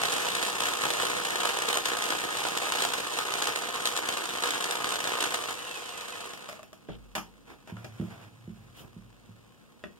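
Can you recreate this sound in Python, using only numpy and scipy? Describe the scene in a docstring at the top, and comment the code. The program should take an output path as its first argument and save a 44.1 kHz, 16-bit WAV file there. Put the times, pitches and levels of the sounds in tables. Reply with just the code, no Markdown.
"""A mains hand drill, run slowly on its trigger, bores into a small plastic cover on a stone bench.
Each mains pulse jolts the slack gears, teeth clash and whine, and the bit catches and knocks free.
The motor coasts down with a falling whine, the chuck clicks to rest and the drill is put away.
The cover is tapped and slid about, and soft bumps set the bench booming and swaying.
It all sits in the still air of a small workshop, heard through a widened stereo microphone."""
import sys
import numpy as np
from scipy import signal
from scipy.fft import rfft, irfft, next_fast_len
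from scipy.io import wavfile
from scipy.ndimage import uniform_filter1d

SR = 44100
rng = np.random.default_rng(int(sys.argv[2]) if len(sys.argv) > 2 else 0)


def generate_wav(signal):
    """Clip the signal to [-1, 1] and save it as 16-bit WAV at the path in sys.argv[1]."""
    frames = np.transpose(np.atleast_2d(signal))
    scaled = np.clip(frames, -1, 1) * 32767
    pcm = np.round(scaled).astype(np.int16)
    wavfile.write(sys.argv[1], SR, pcm)


N = 440559
TIME = np.arange(N) / SR

# squeeze on the trigger: time_s, power_share (0-1)
TRIGGER = [(0, 0.49), (5.36, 0.9), (5.52, 0.6), (5.56, 0.22)]
# how hard the bit is pressed in, as the level of the gears: time_s, level_db
BIT_LOAD = [(0.02, -32), (0.44, -32.5), (0.54, -35), (0.65, -32.5), (0.85, -33), (1.2, -32.5), (1.3, -36),
            (1.45, -32.5), (1.55, -34), (1.77, -32.5), (1.83, -38), (1.88, -33), (2.2, -33.5),
            (2.35, -34.5), (2.55, -34), (2.68, -31.5), (2.83, -33), (2.89, -35.5), (3.0, -34.5),
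            (3.09, -36.5), (3.2, -32.5), (3.3, -34.5), (3.46, -32.5), (3.62, -37.5), (3.78, -33.5),
            (3.83, -36), (4.18, -36), (4.55, -34), (4.6, -36), (4.68, -35), (4.8, -36), (4.89, -33.5),
            (4.99, -35), (5.26, -33), (5.31, -37.5), (5.35, -33), (5.4, -39.5), (5.5, -34.5), (5.56, -45.5)]
# idle gears rattle until they are too slow to bounce, then only roll: mesh_hz, level_db
COAST_LEVEL = [(35, -78.5), (190, -51), (310, -49), (385, -41), (900, -39.5)]
# hardest knocks of gears and bit: start_s, peak_db, bright_over_dull_db
HARD_KNOCKS = [(0.034, -15, -4.5), (0.126, -19, 11), (0.221, -26, 1), (0.351, -18, 6), (0.427, -16.5, 5),
               (0.604, -16, 5), (0.62, -21.5, -6), (0.836, -16, 0), (0.853, -16, -5), (0.903, -17.5, 5),
               (0.936, -21, 11), (0.999, -17.5, -10), (1.032, -20.5, -16), (1.052, -20, 8), (1.249, -20, 5),
               (1.356, -19.5, 1), (1.454, -15, 0), (1.49, -16.5, -1), (1.587, -16.5, 2), (1.62, -20, 5),
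               (1.687, -16, 11), (1.728, -16, 4), (1.742, -18, 14), (1.752, -23, 11), (1.771, -13.5, 4),
               (1.856, -14.5, 15), (2.022, -18.5, 4), (2.104, -17, 2), (2.122, -17.5, -6),
               (2.451, -18, -20), (2.467, -21, -1), (2.485, -19.5, 1), (2.573, -16.5, 12), (2.584, -23, 5),
               (2.721, -17, 3), (2.821, -16.5, 7), (2.85, -13, -1), (2.935, -19, 4), (3.187, -17.5, 1),
               (3.338, -18, 7), (3.422, -14.5, 3), (3.441, -23, 17), (3.471, -18.5, 15), (3.559, -18.5, 7),
               (3.855, -15, 14), (3.863, -18, 11), (3.872, -16, 8), (3.964, -18.5, 15), (3.974, -16.5, 11),
               (4.088, -16.5, 5), (4.436, -16.5, -2), (4.506, -18, 16), (4.641, -19, 15),
               (4.709, -15.5, 23), (4.843, -17.5, -1), (5.003, -21, 5), (5.205, -19.5, 10),
               (5.225, -18.5, 12), (5.343, -18, 5)]
# dull churn, the body of the gear sound: frequency_hz, level_db
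CHURN_COLOUR = [(40, -56), (80, -15.5), (130, -9), (200, -6.5), (350, 0.5), (480, -1.5), (600, -4),
                (780, -0.5), (1250, -1.5), (1750, -9), (2300, -5.5), (4000, -9.5), (9000, -35.5)]
# bright rattle, its edge: frequency_hz, level_db
RATTLE_COLOUR = [(40, -49), (150, -30.5), (500, -11), (1200, -7.5), (2200, -6.5), (3100, -2), (3900, 2),
                 (4700, -5), (5600, -6), (6300, -1), (6900, -8), (8800, -3.5), (9900, -10.5),
                 (13000, -15.5), (15500, -19.5)]
# gearbox and housing resonances: pitch_hz, width_hz, level_db, left_over_right_db
HOUSING_MODES = [(483, 25, -2, -16.5), (1080, 68, -9, -11), (1413, 74, -8.5, 27), (1720, 207, -2.5, 24.5),
                 (2840, 500, -9.5, 10.5), (7570, 720, -3, 5.5), (8780, 140, -12.5, 2)]
# the housing rocks sideways, pushing one capsule and pulling the other: pitch_hz, width_hz, level_db
ROCKING_MODES = [(606, 53, 12), (1770, 540, -0.5)]
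# how well the casing radiates a gear tone: pitch_hz, level_db
WHINE_COLOUR = [(500, -14), (950, -16), (1210, -9), (1450, -26), (1750, -16), (2000, 1), (2200, -21),
                (2430, -8), (2560, 1), (2750, -4.5), (3150, -11), (3600, -17)]
# modes of the drill running free: pitch_hz, level_db, t60_s
FREE_MODES = [(491, -3, 0.061), (1086, -6, 0.051), (1250, -12.5, 0.0095), (2655, -6.5, 0.011),
              (8920, -20, 0.0065)]
# the chuck coming to rest: start_s, click_db, ring_db
CHUCK_CLICKS = [(6.335, -34.5, -59), (6.375, -40, -59), (6.489, -34, -44), (6.496, -35, -40),
                (6.528, -40.5, -42), (6.593, -51, -43), (6.63, -42, -49), (6.73, -42.5, -48.5)]
# ring of the chuck: pitch_hz, level_db, t60_s
CHUCK_MODES = [(629, 0, 0.055), (760, -10, 0.045), (1160, -3, 0.04)]
# hard contacts of tool and cover: start_s, level_db, tilt_db_per_octave, t60_s, pitch_hz
TAPS = [(6.887, -41.5, -6.5, 0.11, 450), (7.152, -30.5, 0.5, 0.06, 1000), (7.164, -35.5, -1, 0.043, 806),
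        (7.18, -35, -1.5, 0.05, 1050), (7.674, -50, -1, 0.056, 620), (7.768, -46, -3.5, 0.038, 1370),
        (7.845, -40, -2, 0.044, 600), (8.012, -42, -8, 0.044, 640), (9.84, -43, -4, 0.032, 400)]
# tone of a hard contact: frequency_hz, level_db
TAP_COLOUR = [(60, -18), (200, 5), (400, -2), (620, 4.5), (900, 0.5), (1300, 3), (1900, 5), (3300, -0.5),
              (4300, -5.5), (8000, -5.5), (15000, -18)]
# a small hard tool touches the stone: start_s, level_db
TOOL_TOUCH = [(9.839, -36)]
# ring of that tool: pitch_hz, level_db, t60_s
TOOL_MODES = [(468, 0.5, 0.017), (600, -1, 0.021), (1880, 7, 0.024), (2610, -3.5, 0.02), (3360, -10, 0.033)]
# things sliding over the stone: middle_s, half_length_s, level_db, tilt_db_per_octave
SLIDES = [(7.51, 0.033, -46.5, -1), (7.698, 0.022, -47.5, -0.5), (7.817, 0.067, -54, 0.5),
          (8.01, 0.1, -53.5, 1.5), (8.135, 0.049, -48, -0.5), (8.23, 0.054, -50, 0), (8.598, 0.24, -66, 2),
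          (8.796, 0.04, -52.5, 5), (8.825, 0.05, -49, -6)]
# tone of the friction: frequency_hz, level_db
SLIDE_COLOUR = [(60, -7), (200, 2.5), (700, 1.5), (1400, -1.5), (2200, -3), (2900, -7.5), (3600, -9),
                (4500, -15), (8000, -17.5), (15000, -26.5)]
# squeaks of the cover's edge: middle_s, level_db
SQUEAKS = [(6.92, -55), (8.79, -55.5)]
# soft bumps on the bench: start_s, level_db, favoured_pitch_hz
BUMPS = [(6.886, -46, 264.7), (6.898, -40, 151), (7.161, -38.5, 220), (7.722, -29.5, 149),
         (7.769, -38, 100), (7.998, -24, 191.2), (8.024, -26.5, 211), (8.477, -35, 197), (8.5, -41, 200),
         (8.964, -37, 172), (9.291, -40, 136.5)]
# boom of the bench: pitch_hz, level_db, t60_s
BENCH_MODES = [(113.2, -4.5, 0.61), (182, -0.5, 0.24), (216.4, -3, 0.27), (324, 5.5, 0.095),
               (390, -1, 0.26), (457, -13, 0.14)]
# rumble of an arm dragging over the bench: time_s, level_db
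ARM_DRAG = [(7.6, -81), (7.85, -48), (8.35, -53), (8.7, -54), (8.9, -60.5), (9.4, -63), (9.5, -93)]
# blows that set the whole bench swaying: start_s, level_db
SWAY_BLOWS = [(6.886, -45), (8.476, -55), (8.964, -55)]
# still air of the workshop: frequency_hz, level_db
AIR_COLOUR = [(25, -20), (50, -5), (80, -5), (120, -2), (220, 3), (400, -7.5), (1000, -20), (2000, -24.5),
              (4000, -25.5), (8000, -30), (15000, -31)]
# decay of the workshop's echoes: frequency_hz, t60_s
ROOM_DECAY = [(150, 0.4), (1000, 0.21), (3000, 0.22), (8000, 0.23), (15000, 0.2)]

MAINS_HZ, MESH_HZ = 59.955, 1225   # mains kicks; teeth meeting at drilling speed
RELAXED_HZ = 960   # below this mesh rate the teeth carry no strain and the upper whines ring out
CHURN_DB, RATTLE_DB, WHIRR_DB = -7.5, -7, -6   # relative to the gear level
WHINE_DB = -42.5   # at drilling speed; fades as the motor slows
IDLE_BRIGHT_DB, DULLING_DB = 2, 4   # idle gears rattle more brightly, but dull as they stop


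def drill():
    """Churn and rattle shake the housing; the mesh whines through it and the free gears whirr."""
    mesh_hz, power, gear_db = motor()
    dull, bright = gear_shake(mesh_hz, power, gear_db)
    churn = struck(dull, air_pair(alike_below_hz=510, likeness=0.93), crack_db=7, left_db=-2)
    rattle = struck(bright, air_pair(), crack_db=11.5, left_db=-3)
    clatter = housing(coloured(churn, CHURN_COLOUR) + coloured(rattle, RATTLE_COLOUR))
    tones = whine(mesh_hz) * from_db(WHINE_DB) * mesh_hz / MESH_HZ
    coasting = (1 - power) * from_db(gear_db + WHIRR_DB) * whirr()
    return in_room(panned(clatter + tones + coasting, left_db=-2.5), wet_db=-5)


def motor(eased_s=5.35, slowing_hz_per_s=915, surge_db=0.74):
    """Mesh rate, power and gear level: speed holds until the trigger eases, then friction slows it."""
    mesh_hz = np.clip(MESH_HZ - slowing_hz_per_s * (TIME - eased_s), 1, MESH_HZ)
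    power = in_time(TRIGGER)
    driven_db = in_time(BIT_LOAD) + surge_db * drift(11)   # the bit grabs and slips
    idle_db = at_hz(COAST_LEVEL, mesh_hz)
    engaged = np.minimum(2 * power, 1)
    return mesh_hz, power, engaged * driven_db + (1 - engaged) * idle_db


def gear_shake(mesh_hz, power, gear_db, flutter_db=0.2):
    """Dull and bright envelopes of the gears, built from mains jolts, tooth clashes and knocks."""
    rattle_db = gear_db + RATTLE_DB + power * flutter_db * drift(17) + (1 - power) * IDLE_BRIGHT_DB
    rattle_db -= DULLING_DB * (1 - mesh_hz / MESH_HZ) ** 2
    # the kick lands dull, and the gears spring back bright
    kick = jolts(late_s=-0.00054, jitter_s=0.0004, spread_db=3, t60=0.019)
    rebound = jolts(late_s=0.003, jitter_s=0.00082, spread_db=4.5, t60=0.035)
    # loaded teeth clash unevenly; coasting ones run smooth
    clashes = chatter(mesh_hz, share=0.3, spread_db=3 + power, t60=0.017)
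    teeth = np.hypot((0.54 + 0.44 * power) * clashes, 0.72 * (1 - power))
    churn_energy = (0.62 * teeth) ** 2 + power * ((0.67 * kick) ** 2 + (0.46 * rebound) ** 2)
    rattle_energy = (0.58 * teeth) ** 2 + power * ((0.21 * kick) ** 2 + (0.74 * rebound) ** 2)
    churn = np.sqrt(churn_energy / (0.5 + 0.5 * power)) * from_db(gear_db + CHURN_DB)
    rattle = np.sqrt(rattle_energy / (0.42 + 0.82 * power)) * from_db(rattle_db)
    duck = bit_catch()
    dull_knocks, bright_knocks = knocks(mesh_hz, power, gear_db)
    return np.hypot(churn * duck, dull_knocks), np.hypot(rattle * duck, bright_knocks)


def jolts(late_s, jitter_s, spread_db, t60):
    """The speed control fires once a mains cycle; each kick throws the gears across their slack."""
    fired_s = np.arange(0, N / SR, 1 / MAINS_HZ)
    timing, force = rng.standard_normal((len(fired_s), 2)).T
    kicks = clicks(fired_s + late_s + jitter_s * timing, from_db(spread_db * np.minimum(force, 1.5)))
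    return rms_one(dying(kicks, t60))


def chatter(mesh_hz, share, spread_db, t60):
    """Now and then a passing tooth clashes, each with a force of its own."""
    clashes = rng.random(N) < share * (mesh_hz + 400) / SR
    force = from_db(spread_db * np.minimum(rng.standard_normal(N), 2))
    shake = dying(clashes * force, t60)
    return shake / np.sqrt(uniform_filter1d(shake ** 2, size=6000) + 1e-9)


def bit_catch(dip_db=1.29):
    """The bit catches and ducks the gears just before it breaks free with a hard knock."""
    knock_s = np.transpose(HARD_KNOCKS)[0]
    caught = dying(clicks(knock_s, 1)[::-1], t60=0.041)[::-1]
    return from_db(-dip_db * caught)


def knocks(mesh_hz, power, gear_db, lesser_share=0.12, teeth_per_turn=20, small_bright_db=4.5):
    """Dull and bright envelopes of hard knocks, lesser ones on chance mains kicks, and gear ticks."""
    fired_s = np.arange(0, N / SR, 1 / MAINS_HZ)
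    landed = rng.random(len(fired_s)) < lesser_share
    lesser = power * clicks(fired_s + 0.0024, from_db(-0.5) * landed)
    # slack gears tick once a turn, louder as the power drops
    turns = np.cumsum(mesh_hz * from_db(1.5 * drift(50))) / SR / teeth_per_turn
    ticks = (1 - power) * from_db(1.5) * np.diff(np.floor(turns), prepend=0)
    small = from_db(gear_db + 5.5 * np.minimum(rng.standard_normal(N), 1)) * (lesser + ticks)
    start_s, peak_db, bright_db = np.transpose(HARD_KNOCKS)
    burst = from_db(peak_db - 9.5)   # the noise burst sits under the knock's peak
    envelopes = []
    for sign in (1, -1):   # split the energy: dull share, then bright share
        hard = clicks(start_s + 0.0006, burst / np.hypot(1, from_db(sign * bright_db)))
        envelopes.append(dying(hard + small / np.hypot(1, from_db(sign * small_bright_db)), t60=0.022))
    return envelopes


def struck(shake, noise, crack_db, left_db):
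    """Metal meets metal: each jump in the shaking starts with one clean crack, and noise follows."""
    crack = np.sqrt(np.maximum(shake ** 2 - 1.1 * np.roll(shake, 1) ** 2, 0))
    return noise * shake + from_db(crack_db) * panned(crack, left_db)


def housing(x):
    """The gearbox lifts narrow bands of whatever shakes it, each radiated its own way."""
    body = sum(from_db(db) * panned(resonance(x, hz, width), left_db)
               for hz, width, db, left_db in HOUSING_MODES)
    side = (x[0] - x[1]) / 2
    rocking = sum(from_db(db) * resonance(side, hz, width) for hz, width, db in ROCKING_MODES)
    return x + body + rocking * [[1], [-1]]


def whine(mesh_hz, harmonics=6, strain_loss_db=19, upper_loss_db=1.5):
    """Mesh harmonics light up in turn as they fall through the casing's range; load smears them."""
    strain = np.clip((mesh_hz - RELAXED_HZ) / (MESH_HZ - RELAXED_HZ), 0, 1) ** 0.5
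    wobble = 1 + 0.008 * strain * drift(9) + 0.0065 * drift(160)
    phase = 2 * np.pi * np.cumsum(mesh_hz * wobble) / SR
    tones = 0
    for k in range(1, harmonics + 1):
        loss_db = strain_loss_db * strain * (k > 1) + upper_loss_db * max(k - 3, 0)
        tones += from_db(at_hz(WHINE_COLOUR, k * mesh_hz) - loss_db) * np.sin(k * phase)
    return tones * from_db(3.5 * drift(60))   # the level flickers


def whirr():
    """Coasting gears stroke the free housing evenly, and its modes sing."""
    return sum(from_db(db) * rms_one(ring(air_pair(), hz, t60)) for hz, db, t60 in FREE_MODES)


def chuck():
    """The stopping chuck rocks in its slack: each stop is a dry click that leaves it ringing."""
    out = np.zeros((2, N))
    for start_s, click_db, _ in CHUCK_CLICKS:
        burst = noise_burst(size=4000, t60=0.016)
        add(out, start_s, from_db(click_db) * coloured(burst, TAP_COLOUR, tilt_db=-0.5))
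    start_s, _, ring_db = np.transpose(CHUCK_CLICKS)
    return in_room(out + ring_modes(CHUCK_MODES, start_s, ring_db), wet_db=-2)


def taps(ring_db=6, ring_width_hz=140):
    """Each contact is a short clatter, brighter the harder the surfaces; the tool rings briefly."""
    out = np.zeros((2, N))
    for start_s, db, tilt_db, t60, ring_hz in TAPS:
        burst = noise_burst(size=12000, t60=t60)
        burst += from_db(ring_db) * resonance(burst, ring_hz, ring_width_hz)
        add(out, start_s, from_db(db) * coloured(burst, TAP_COLOUR, tilt_db))
    touch_s, touch_db = np.transpose(TOOL_TOUCH)
    return in_room(out + ring_modes(TOOL_MODES, touch_s, touch_db), wet_db=-1)


def slides(size=32000, trim_db=-5.5, grain_db=2.3):
    """Friction swells and fades, made grainy by the stone."""
    out = np.zeros((2, N))
    t = TIME[:size] - size / SR / 2
    for middle_s, half_s, db, tilt_db in SLIDES:
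        stroke = air_pair(size) * np.exp(-(t / half_s) ** 2)
        add(out, middle_s + t[0], from_db(db + trim_db) * coloured(stroke, SLIDE_COLOUR, tilt_db))
    return in_room(panned(out * from_db(grain_db * drift(250)), left_db=-2), wet_db=-4)


def squeaks(half_s=0.036):
    """The cover's edge catches on the stone: short rasps in one narrow band."""
    rasp = rms_one(ring(air_pair(), hz=3120, t60=0.003)) * from_db(3.1 * drift(220))
    return rasp * sum(from_db(db) * np.exp(-((TIME - s) / half_s) ** 2) for s, db in SQUEAKS)


def bumps(reach_octaves=0.63, low_hz=88, high_hz=420):
    """Soft blows ring the bench modes near their own pitch; a dragging arm stirs the lowest."""
    start_s, db, blow_hz = np.transpose(BUMPS)
    boom = 0
    for hz, mode_db, t60 in BENCH_MODES:
        favour = np.exp(-(np.log2(hz / blow_hz) / reach_octaves) ** 2)
        boom += ring(clicks(start_s, from_db(db + mode_db) * favour), hz, t60)
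    rumble = rms_one(ring(rng.standard_normal(N), BENCH_MODES[0][0], t60=0.15))
    thuds = low_cut(boom + rumble * from_db(in_time(ARM_DRAG)), low_hz)
    soft = signal.sosfilt(signal.butter(2, high_hz, fs=SR, output="sos"), thuds)
    return in_room(panned(soft, left_db=-2), wet_db=-13.5)


def bench_sway(right_lag_s=0.0047):
    """The whole bench sways with a long sub-bass note that reaches the right capsule late."""
    start_s, db = np.transpose(SWAY_BLOWS)
    sway = [ring(clicks(start_s + lag_s, from_db(db)), hz=49, t60=1.9) for lag_s in (0, right_lag_s)]
    return panned(np.array(sway), left_db=-1)


def room_tone(level_db=-62):
    """The workshop's still air, a faint dark bed of noise."""
    return from_db(level_db) * coloured(air_pair(), AIR_COLOUR)


def in_room(x, wet_db, first_echo_s=0.0026, size=16384):
    """Add the workshop's dense echoes, which linger longest in the bass."""
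    t, white, tail = TIME[:size], air_pair(size), 0
    edges_hz = np.geomspace(60, 16000, 9)
    for low, high in zip(edges_hz, edges_hz[1:]):
        band = signal.sosfilt(signal.butter(2, [low, high], "band", fs=SR, output="sos"), white)
        tail += band * np.exp(-np.log(1000) * t / at_hz(ROOM_DECAY, np.sqrt(low * high)))
    tail = rms_one(tail * (t > first_echo_s)) / np.sqrt(size)
    return x + from_db(wet_db) * signal.oaconvolve(x, tail, axes=1)[:, :N]


def air_pair(size=N, alike_below_hz=520, likeness=0.22):
    """White noise at two close capsules: partly alike in the bass, unrelated in the treble."""
    padded = next_fast_len(size)
    alike = likeness / (1 + (np.fft.rfftfreq(padded, 1 / SR) / alike_below_hz) ** 2)
    mid, side = rfft(rng.standard_normal((2, padded)))
    return irfft(np.sqrt(1 + alike) * mid + np.sqrt(1 - alike) * side * [[1], [-1]], padded)[:, :size]


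def noise_burst(size, t60):
    """Stereo noise with an instant attack and a dying tail."""
    return air_pair(size) * np.exp(-np.log(1000) * TIME[:size] / t60)


def coloured(x, colour, tilt_db=0, tilt_from_hz=170, size=4096):
    """Minimum-phase EQ of unit power with the given colour and tilt per octave."""
    hz = np.fft.rfftfreq(size, 1 / SR)
    curve_db = at_hz(colour, hz) + tilt_db * np.log2(np.maximum(hz, tilt_from_hz))
    cepstrum = irfft(np.log(from_db(curve_db)))
    kernel = irfft(np.exp(rfft(2 * cepstrum[:size // 2], size)))
    return signal.oaconvolve(x, kernel[None] / np.linalg.norm(kernel), axes=1)[:, :x.shape[1]]


def clicks(times, heights):
    """Single-sample blows at the given times."""
    out = np.zeros(N)
    np.add.at(out, np.clip(np.round(np.asarray(times) * SR).astype(int), 0, N - 1), heights)
    return out


def dying(blows, t60):
    """Envelope of blows whose energies add up and die away."""
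    return np.sqrt(signal.lfilter([1], [1, -from_db(-120 / (t60 * SR))], blows ** 2 + 1e-18))


def ring(blows, hz, t60):
    """A unit blow sets a sine of height 1 ringing."""
    r, w = from_db(-60 / (t60 * SR)), 2 * np.pi * hz / SR
    return signal.lfilter([0, np.sin(w)], [1, -2 * r * np.cos(w), r * r], blows + 1e-18)


def ring_modes(modes, start_s, level_db):
    """Each blow rings all the modes of an object."""
    return sum(ring(clicks(start_s, from_db(level_db + db)), hz, t60) for hz, db, t60 in modes)


def resonance(x, hz, width_hz):
    """Two-pole resonance, gain 1 on top."""
    r = np.exp(-np.pi * width_hz / SR)
    poles = [1, -2 * r * np.cos(2 * np.pi * hz / SR), r * r]
    return signal.lfilter([1, 0, -1], poles, x) * (1 - r * r) / 2


def low_cut(x, hz):
    """Steep high-pass."""
    return signal.sosfilt(signal.butter(4, hz, "high", fs=SR, output="sos"), x)


def drift(rate):
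    """Random wander of rms 1, with so many turns a second."""
    steps = rng.standard_normal(int(rate * N / SR) + 2)
    return rms_one(np.interp(TIME * rate, np.arange(len(steps)), steps))


def in_time(curve):
    """Read a curve at every sample."""
    return np.interp(TIME, *np.transpose(curve))


def at_hz(points, hz):
    """Read a table on a log-frequency axis."""
    known_hz, values = np.transpose(points)
    return np.interp(np.log(np.maximum(hz, 1)), np.log(known_hz), values)


def add(out, start_s, sound):
    """Mix a short stereo sound in at its time."""
    at = max(round(start_s * SR), 0)
    out[:, at:at + sound.shape[1]] += sound[:, :max(N - at, 0)]


def panned(x, left_db):
    """Lean a sound to one capsule."""
    return x * from_db([[left_db / 2], [-left_db / 2]])


def from_db(db):
    """Decibels to gain."""
    return 10 ** (np.asarray(db) / 20)


def rms_one(x):
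    """Scale to rms 1."""
    return x / np.sqrt(np.mean(x ** 2) + 1e-20)


def scene():
    """The drill up front, then the handling on the bench, over the room tone."""
    bed = room_tone()
    return drill() + chuck() + taps() + slides() + squeaks() + bumps() + bench_sway() + bed


def record(dry, lag_s=0.0004878, cross=0.64, low_hz=260, high_hz=7400, rumble_hz=38, top_hz=15700):
    """The widener takes a late copy of each side from the other, hollowing the centre near 2 kHz."""
    size = next_fast_len(N + 2000)
    hz, sides = np.fft.rfftfreq(size, 1 / SR), rfft(dry, size)
    feed = cross * hz ** 2 / (hz ** 2 + low_hz ** 2) / (1 + (hz / high_hz) ** 2)
    wide = irfft(sides - feed * np.exp(-2j * np.pi * hz * lag_s) * sides[::-1], size)[:, :N]
    top_cut = signal.ellip(10, 0.1, 80, top_hz, fs=SR, output="sos")
    return signal.sosfilt(top_cut, low_cut(wide, rumble_hz))


dry = scene()
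out = record(dry)
generate_wav(out)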